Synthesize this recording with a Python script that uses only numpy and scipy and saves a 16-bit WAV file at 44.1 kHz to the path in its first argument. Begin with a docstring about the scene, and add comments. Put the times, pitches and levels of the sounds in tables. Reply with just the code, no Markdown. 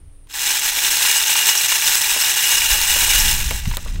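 """Corn cracks against the spinner plate and housing of a motorised feeder, close to a phone outdoors.
The feeder spins up under its hopper, flings corn for three seconds and runs down. Each impact is an
impulse that excites the resonances of the metal; hundreds a second merge into a rattle, while stray
kernels hit the hopper and legs or land nearby. Insects and a faint hum lie underneath, the tree line
scatters a dull wash back, and wind buffets the microphone towards the end."""
import sys
import numpy as np
from scipy import signal
from scipy.fft import rfft, irfft
from scipy.io import wavfile
from scipy.ndimage import map_coordinates

SR = 44100
rng = np.random.default_rng(int(sys.argv[2]) if len(sys.argv) > 2 else 0)


def store_pcm(level_fs):
    """Save levels as 16-bit WAV."""
    pcm = np.round(np.clip(level_fs, -1, 1) * 32767).astype(np.int16)
    wavfile.write(sys.argv[1], SR, np.atleast_2d(pcm).T)


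N = 176400


def undb(db):
    """Decibels to amplitude ratio."""
    return 10 ** (np.asarray(db) / 20)


def unit(x):
    """Normalisation to an rms of 1."""
    return x / np.sqrt(np.mean(x ** 2))


def curve(rows):
    """Linear interpolation between rows of time in seconds and value."""
    return np.interp(np.arange(N) / SR, *np.array(rows).T)


def walk(hz):
    """Smooth random modulation: a spline through hz values a second, with a spread near 1."""
    knots = rng.standard_normal(N // 100)
    return 1.2 * map_coordinates(knots, [np.arange(N) / SR * hz], order=3, mode="wrap")


def colour(x, outline, peaks=()):
    """Minimum-phase filtering by a broad spectral outline plus resonance peaks."""
    size = 8192
    f = np.fft.rfftfreq(size, 1 / SR) + 1
    hz, db = np.array(outline).T
    power = undb(np.interp(np.log(f), np.log(hz), db)) ** 2
    for centre, width, peak_db in peaks:
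        power = power + undb(peak_db) ** 2 / (1 + ((f - centre) / width) ** 2 * 2) ** 2
    cepstrum = irfft(np.log(power) / 2)
    cepstrum[1:size // 2] *= 2  # folding the cepstrum makes the filter causal
    cepstrum[size // 2 + 1:] = 0
    return signal.fftconvolve(x, irfft(np.exp(rfft(cepstrum))))[:len(x)]


def noise(outline):
    """White noise filtered to a spectral outline, with an rms of 1."""
    return unit(colour(rng.standard_normal(N), outline))


def resonate(x, hz, width_hz):
    """A second-order resonator with a gain of 1 at its centre."""
    return signal.lfilter(*signal.iirpeak(hz, hz / width_hz, fs=SR), x)


def treble(x, hz):
    """Zero-phase high-pass filtering above hz."""
    f = np.fft.rfftfreq(len(x), 1 / SR)
    return irfft(rfft(x) * (1 - 1 / (1 + (f / hz) ** 8)), len(x))


def burst(t60_s):
    """Dense damped modes: noise of unit energy that decays by 60 dB in t60_s."""
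    t = np.arange(SR // 10) / SR
    ring = rng.standard_normal(len(t)) * np.exp(-np.log(1000) * t / t60_s)
    return ring / np.linalg.norm(ring)


def blows(per_s, scatter_db):
    """A Poisson train of uneven impacts, scaled so that mean power is independent of rate."""
    struck = rng.random(N) < per_s / SR
    return struck * undb(scatter_db * np.minimum(rng.standard_normal(N), 2)) / np.sqrt(per_s)


def outdoors(hum_hz=285):
    """Insects trill as an amplitude-modulated noise band over quiet air and a far, wavering hum."""
    # Each row of both spectra: frequency in Hz, relative level in dB.
    insect_spectrum = [(7000, -37), (8100, -16), (8700, -4), (9500, 0), (10100, -6), (10500, -25),
                       (12000, -42)]
    air_spectrum = [(50, 3.5), (150, -22.5), (400, -7), (1000, -17), (3000, -21), (7000, -29), (16000, -32)]
    insects = noise(insect_spectrum) * undb(-61.5 + 1.5 * walk(hz=33))
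    pitch_hz = hum_hz * (1 + 0.0038 * walk(hz=6.06))
    hum = np.sqrt(2) * np.sin(2 * np.pi * np.cumsum(pitch_hz) / SR)
    return undb(-59.5) * noise(air_spectrum) + insects + undb(-65) * hum


def wind(eddy_hz=160, eddy_width_hz=91, strong_gust_db=-19.5):
    """Turbulent pressure on the microphone rumbles, flutters in strong gusts and thumps a few times."""
    # Each row: time in seconds, rumble level in dB.
    gusts = [(0, -35), (.2, -43.5), (.55, -51.5), (.8, -47), (1.5, -51), (2, -46.5), (2.5, -48), (2.6, -36),
             (2.69, -38), (2.75, -31.5), (2.85, -32), (3.1, -27.5), (3.25, -20.5), (3.55, -23),
             (3.635, -27), (3.69, -20), (3.78, -25), (3.86, -23.5), (4, -20)]
    # Each row: frequency in Hz, relative level in dB.
    rumble_spectrum = [(8, -4.5), (25, 3), (45, -2), (70, -5.5), (140, -18), (220, -34.5), (400, -41),
                       (1000, -55), (4000, -80)]
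    # Each row: time in seconds, peak level in dB, frequency in Hz, half length in seconds.
    buffets = [(2.726, -17.5, 37, 0.0098), (3.345, -22.5, 111, 0.0036), (3.677, -9.5, 87, 0.0033),
               (3.682, -20, 182, .004)]
    t = np.arange(N) / SR
    gust_db = curve(gusts)
    eddies = resonate(rng.standard_normal(N), eddy_hz, eddy_width_hz)
    eddies = unit(resonate(eddies, eddy_hz, 2 * eddy_width_hz))
    eddy_db = -37.5 + 1.8 * np.minimum(gust_db - strong_gust_db, 0)  # grows faster than the rumble
    thumps = sum(undb(db) * np.exp(-.5 * ((t - at) / length) ** 2) * np.cos(2 * np.pi * hz * (t - at))
                 for at, db, hz, length in buffets)
    return noise(rumble_spectrum) * undb(gust_db) + eddies * undb(eddy_db) + thumps


def corn_flow():
    """The flow of corn modulates the rattle's level in dB: the motor's run, clumps and quick flutter."""
    # Each row: time in seconds, level in dB.
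    run = [(.26, -81), (.295, -45.5), (.312, -33.5), (.335, -32), (.345, -24.5), (.41, -22), (.46, -18),
           (.8, -18), (1.1, -16), (1.4, -16.5), (1.8, -17.5), (2.15, -17), (2.45, -16), (2.9, -16.5),
           (3.3, -15.5), (3.36, -20.5), (3.5, -25), (3.595, -28), (3.63, -38.5), (3.67, -34.5),
           (3.745, -36), (3.81, -41), (3.87, -39), (4, -45)]
    # Clumps and gaps leaving the hopper. Each row: time in seconds, level change in dB.
    clumps = [(.499, 1.5), (.63, 0), (.665, 2.5), (0.734, -2.5), (.869, 2), (.972, 0), (1.251, -4),
              (1.306, 3.5), (1.495, 4), (1.724, 1), (1.875, 4), (1.955, 2.5), (1.99, -2), (2.209, 2),
              (2.51, 1), (2.602, -2.5), (2.678, -2), (2.732, 3.5), (2.83, -1), (2.924, 1), (3.156, 1),
              (3.216, 1)]
    t = np.arange(N) / SR
    half_length_s = 0.015
    clump_db = sum(db * np.exp(-.5 * ((t - at) / half_length_s) ** 2) for at, db in clumps)
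    return curve(run) + clump_db + 0.7851 * walk(hz=44.95)


def kernel_cracks(density, per_s=1500, spots=24):
    """Superposition of impacts: each spot on the spinner has its own impulse response, crack plus ring."""
    cracks = 0
    for _ in range(spots):
        response = burst(t60_s=0.0039) + undb(1) * burst(t60_s=0.05)
        impacts = blows(per_s * density / spots, scatter_db=0.5)
        cracks = cracks + signal.oaconvolve(impacts, response)[:N]
    return cracks


def feeder_body(cracks):
    """The modes of plate, housing and hopper filter the impacts."""
    # Each row: frequency in Hz, relative level in dB.
    crack_spectrum = [(100, -27.5), (300, -32.5), (650, -20.5), (1300, -27.5), (2600, 1), (4700, -6),
                      (6500, -0.5), (8700, -3.5), (10700, -8), (12500, -6), (13900, -4), (14700, -8.5),
                      (15600, -7)]
    # Each row: resonance frequency in Hz, width in Hz, relative level in dB.
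    modes = [(369.6, 63, -10.5), (515, 54, -15.5), (886, 132, -2), (994, 53, -10), (1158, 70, -8.5),
             (1414, 76, -11.5), (1654, 370, -0.5), (1950, 126, -2), (2240, 52, 2), (2450, 164, -3),
             (2740, 163, 2), (3350, 200, -0.5), (3810, 150, -2), (4080, 133, 0), (5280, 206, 0.5),
             (6220, 730, -1.5), (7620, 480, 1.5)]
    return unit(colour(cracks, crack_spectrum, modes))


def plate_ring(cracks, hz=2872, width_hz=152):
    """Forced vibration: the impacts drive one narrow plate mode, which swells and fades."""
    # Each row: time in seconds, level in dB relative to the feeder's body.
    levels = [(.3, -24), (.7, -25), (1.05, -14), (1.55, -9.5), (1.9, -22), (2.3, -11.5), (2.85, -11),
              (3.3, -13.5), (3.7, -27.5)]
    ring = resonate(resonate(cracks, hz, width_hz), hz, width_hz)
    return undb(curve(levels)) * unit(ring)


def rim_pings(density, per_s=170, t60_s=0.018):
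    """Glancing kernels each excite one damped mode of the metal rim."""
    # Each entry: mode frequency in Hz.
    pitches = [2360, 3640, 5250, 5640, 5970, 6420, 7950, 8070]
    width_hz = np.log(1000) / np.pi / t60_s
    rate = per_s * density / len(pitches)
    return unit(sum(resonate(blows(rate, scatter_db=4.5), hz, width_hz) for hz in pitches))


def contact_clicks(density, per_s=140):
    """Brief contact gives a wide spectrum: bare clicks of kernels, heard in the treble."""
    clicks = signal.oaconvolve(blows(per_s * density, scatter_db=4.5), burst(t60_s=.0015))[:N]
    return unit(treble(clicks, hz=6000))


def motor_drone():
    """The running motor drones as narrow-band noise."""
    return unit(resonate(rng.standard_normal(N), hz=141, width_hz=29))


def rattle():
    """The feeder's sounds add under one envelope; the treble falls as the last kernels slow down."""
    # Each row: time in seconds, treble gain in dB.
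    shelf = [(.27, -2.5), (.4, 1), (3.3, 2), (3.59, 1), (3.64, 0.5), (3.72, 2), (3.8, -0.5), (4, -6)]
    flow_db = corn_flow()
    density = np.maximum(undb(flow_db - np.median(flow_db)) ** 0.5, .15)  # impact rate, 1 at median flow
    cracks = kernel_cracks(density)
    mix = feeder_body(cracks) + plate_ring(cracks)
    mix += undb(-9) * rim_pings(density)
    mix += undb(-19) * contact_clicks(density)
    mix += undb(-38.5) * motor_drone()
    feeder = unit(mix) * undb(flow_db)
    return feeder + (undb(curve(shelf)) - 1) * treble(feeder, hz=9400)


def strikes(rows, spectrum, t60_s):
    """Single impacts decay freely as coloured rings, with a contact click where the row gives one."""
    out = np.zeros(N + SR)
    for at, db, *click in rows:
        ring = burst(t60_s)
        ring[0] += sum(click)
        hit = colour(ring, spectrum)
        hit *= np.sqrt(SR / 100) / np.linalg.norm(hit)  # the energy of 10 ms at an rms of 1
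        start = int(at * SR)
        out[start:start + len(hit)] += undb(db) * hit
    return out[:N]


def hopper_knocks():
    """Stray kernels set the hopper and legs into briefly damped vibration."""
    # Each row: start in seconds, relative level in dB.
    knocks = [(.271, -53), (.34, -35), (1.007, -23.5), (1.050, -17), (1.223, -24.5), (1.296, -19),
              (1.353, -16.5), (1.488, -20), (1.550, -23), (1.722, -18.5), (2.844, -28), (3.406, -26),
              (3.509, -21), (3.655, -27), (3.712, -27), (3.737, -29), (3.772, -33), (3.882, -35),
              (3.958, -37)]
    # Each row: frequency in Hz, relative level in dB.
    spectrum = [(200, -19), (600, -13), (950, 7.5), (1300, -1), (2200, 3.5), (4000, -1), (9000, -33),
                (16000, -36)]
    return undb(-3.5) * strikes(knocks, spectrum, t60_s=0.03)


def near_ticks():
    """Hard impacts near the microphone are short and therefore broad in spectrum."""
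    # Each row: start in seconds, relative level in dB, size of the click relative to the ring.
    ticks = [(.272, -55, .3), (.9705, -14, 0.43), (1.1137, -15.5, 0.5), (1.3382, -20, .7),
             (1.469, -15.5, 0.44), (1.7089, -20.5, 0.45), (1.8635, -17.5, .2), (1.8685, -24, .2),
             (1.8745, -28, .2), (1.877, -14.5, .4), (1.954, -11, 0.34), (2.0172, -15, 0.41),
             (2.4916, -18.5, .7), (2.7026, -22, .7), (2.815, -16, .2), (2.9964, -20, .7), (3.1536, -16, .7),
             (3.5085, -25.5, 2.3), (3.7702, -16, 2.4), (3.848, -37, 0.22)]
    # Each row: frequency in Hz, relative level in dB.
    spectrum = [(200, -19), (1000, -8), (3000, -2.5), (4200, 2), (6000, -5), (8500, -0.5), (12000, -5),
                (16000, 0)]
    return undb(-1.5) * strikes(ticks, spectrum, t60_s=0.0067)


def landing_thuds():
    """Kernels land close by in dull impacts whose energy lies at low frequencies."""
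    # Each row: start in seconds, relative level in dB.
    thuds = [(.772, -33.5), (1.953, -33), (2.162, -24.5), (2.750, -29.5), (2.781, -35), (2.960, -24),
             (3.024, -30), (3.077, -30), (3.508, -24), (3.772, -30), (3.860, -33.5)]
    # Each row: frequency in Hz, relative level in dB.
    spectrum = [(80, -38), (250, -4), (480, -0.5), (750, 0), (1500, -3), (5000, -38), (16000, -64)]
    return undb(-3) * strikes(thuds, spectrum, t60_s=0.08)


def trees(x, t60_s=1.5, delay_s=0.042):
    """Diffuse scattering from the tree line returns a faint, dull, delayed wash."""
    # Each row: frequency in Hz, relative level in dB.
    spectrum = [(200, -5), (1000, -2), (2500, -0.5), (5000, -2.5), (8000, -8), (15000, -18)]
    t = np.arange(N) / SR
    onset = np.clip(t / delay_s - 1, 0, 1)
    echo = colour(rng.standard_normal(N), spectrum) * np.exp(-np.log(1000) * t / t60_s) * onset
    return undb(-20) * signal.fftconvolve(x, echo / np.linalg.norm(echo))[:N]


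def scene():
    """All pressures add at one microphone, the same in both channels."""
    corn = rattle() + hopper_knocks() + near_ticks() + landing_thuds()
    return np.tile(corn + trees(corn) + wind() + outdoors(), (2, 1))


def record(dry):
    """The phone clips at full scale and limits the bandwidth with a steep low-pass filter."""
    top_hz = 15750
    low_pass = signal.ellip(12, .1, 80, top_hz, fs=SR, output="sos")
    return signal.sosfilt(low_pass, np.clip(dry, -1, 1))


dry = scene()
out = record(dry)
store_pcm(out)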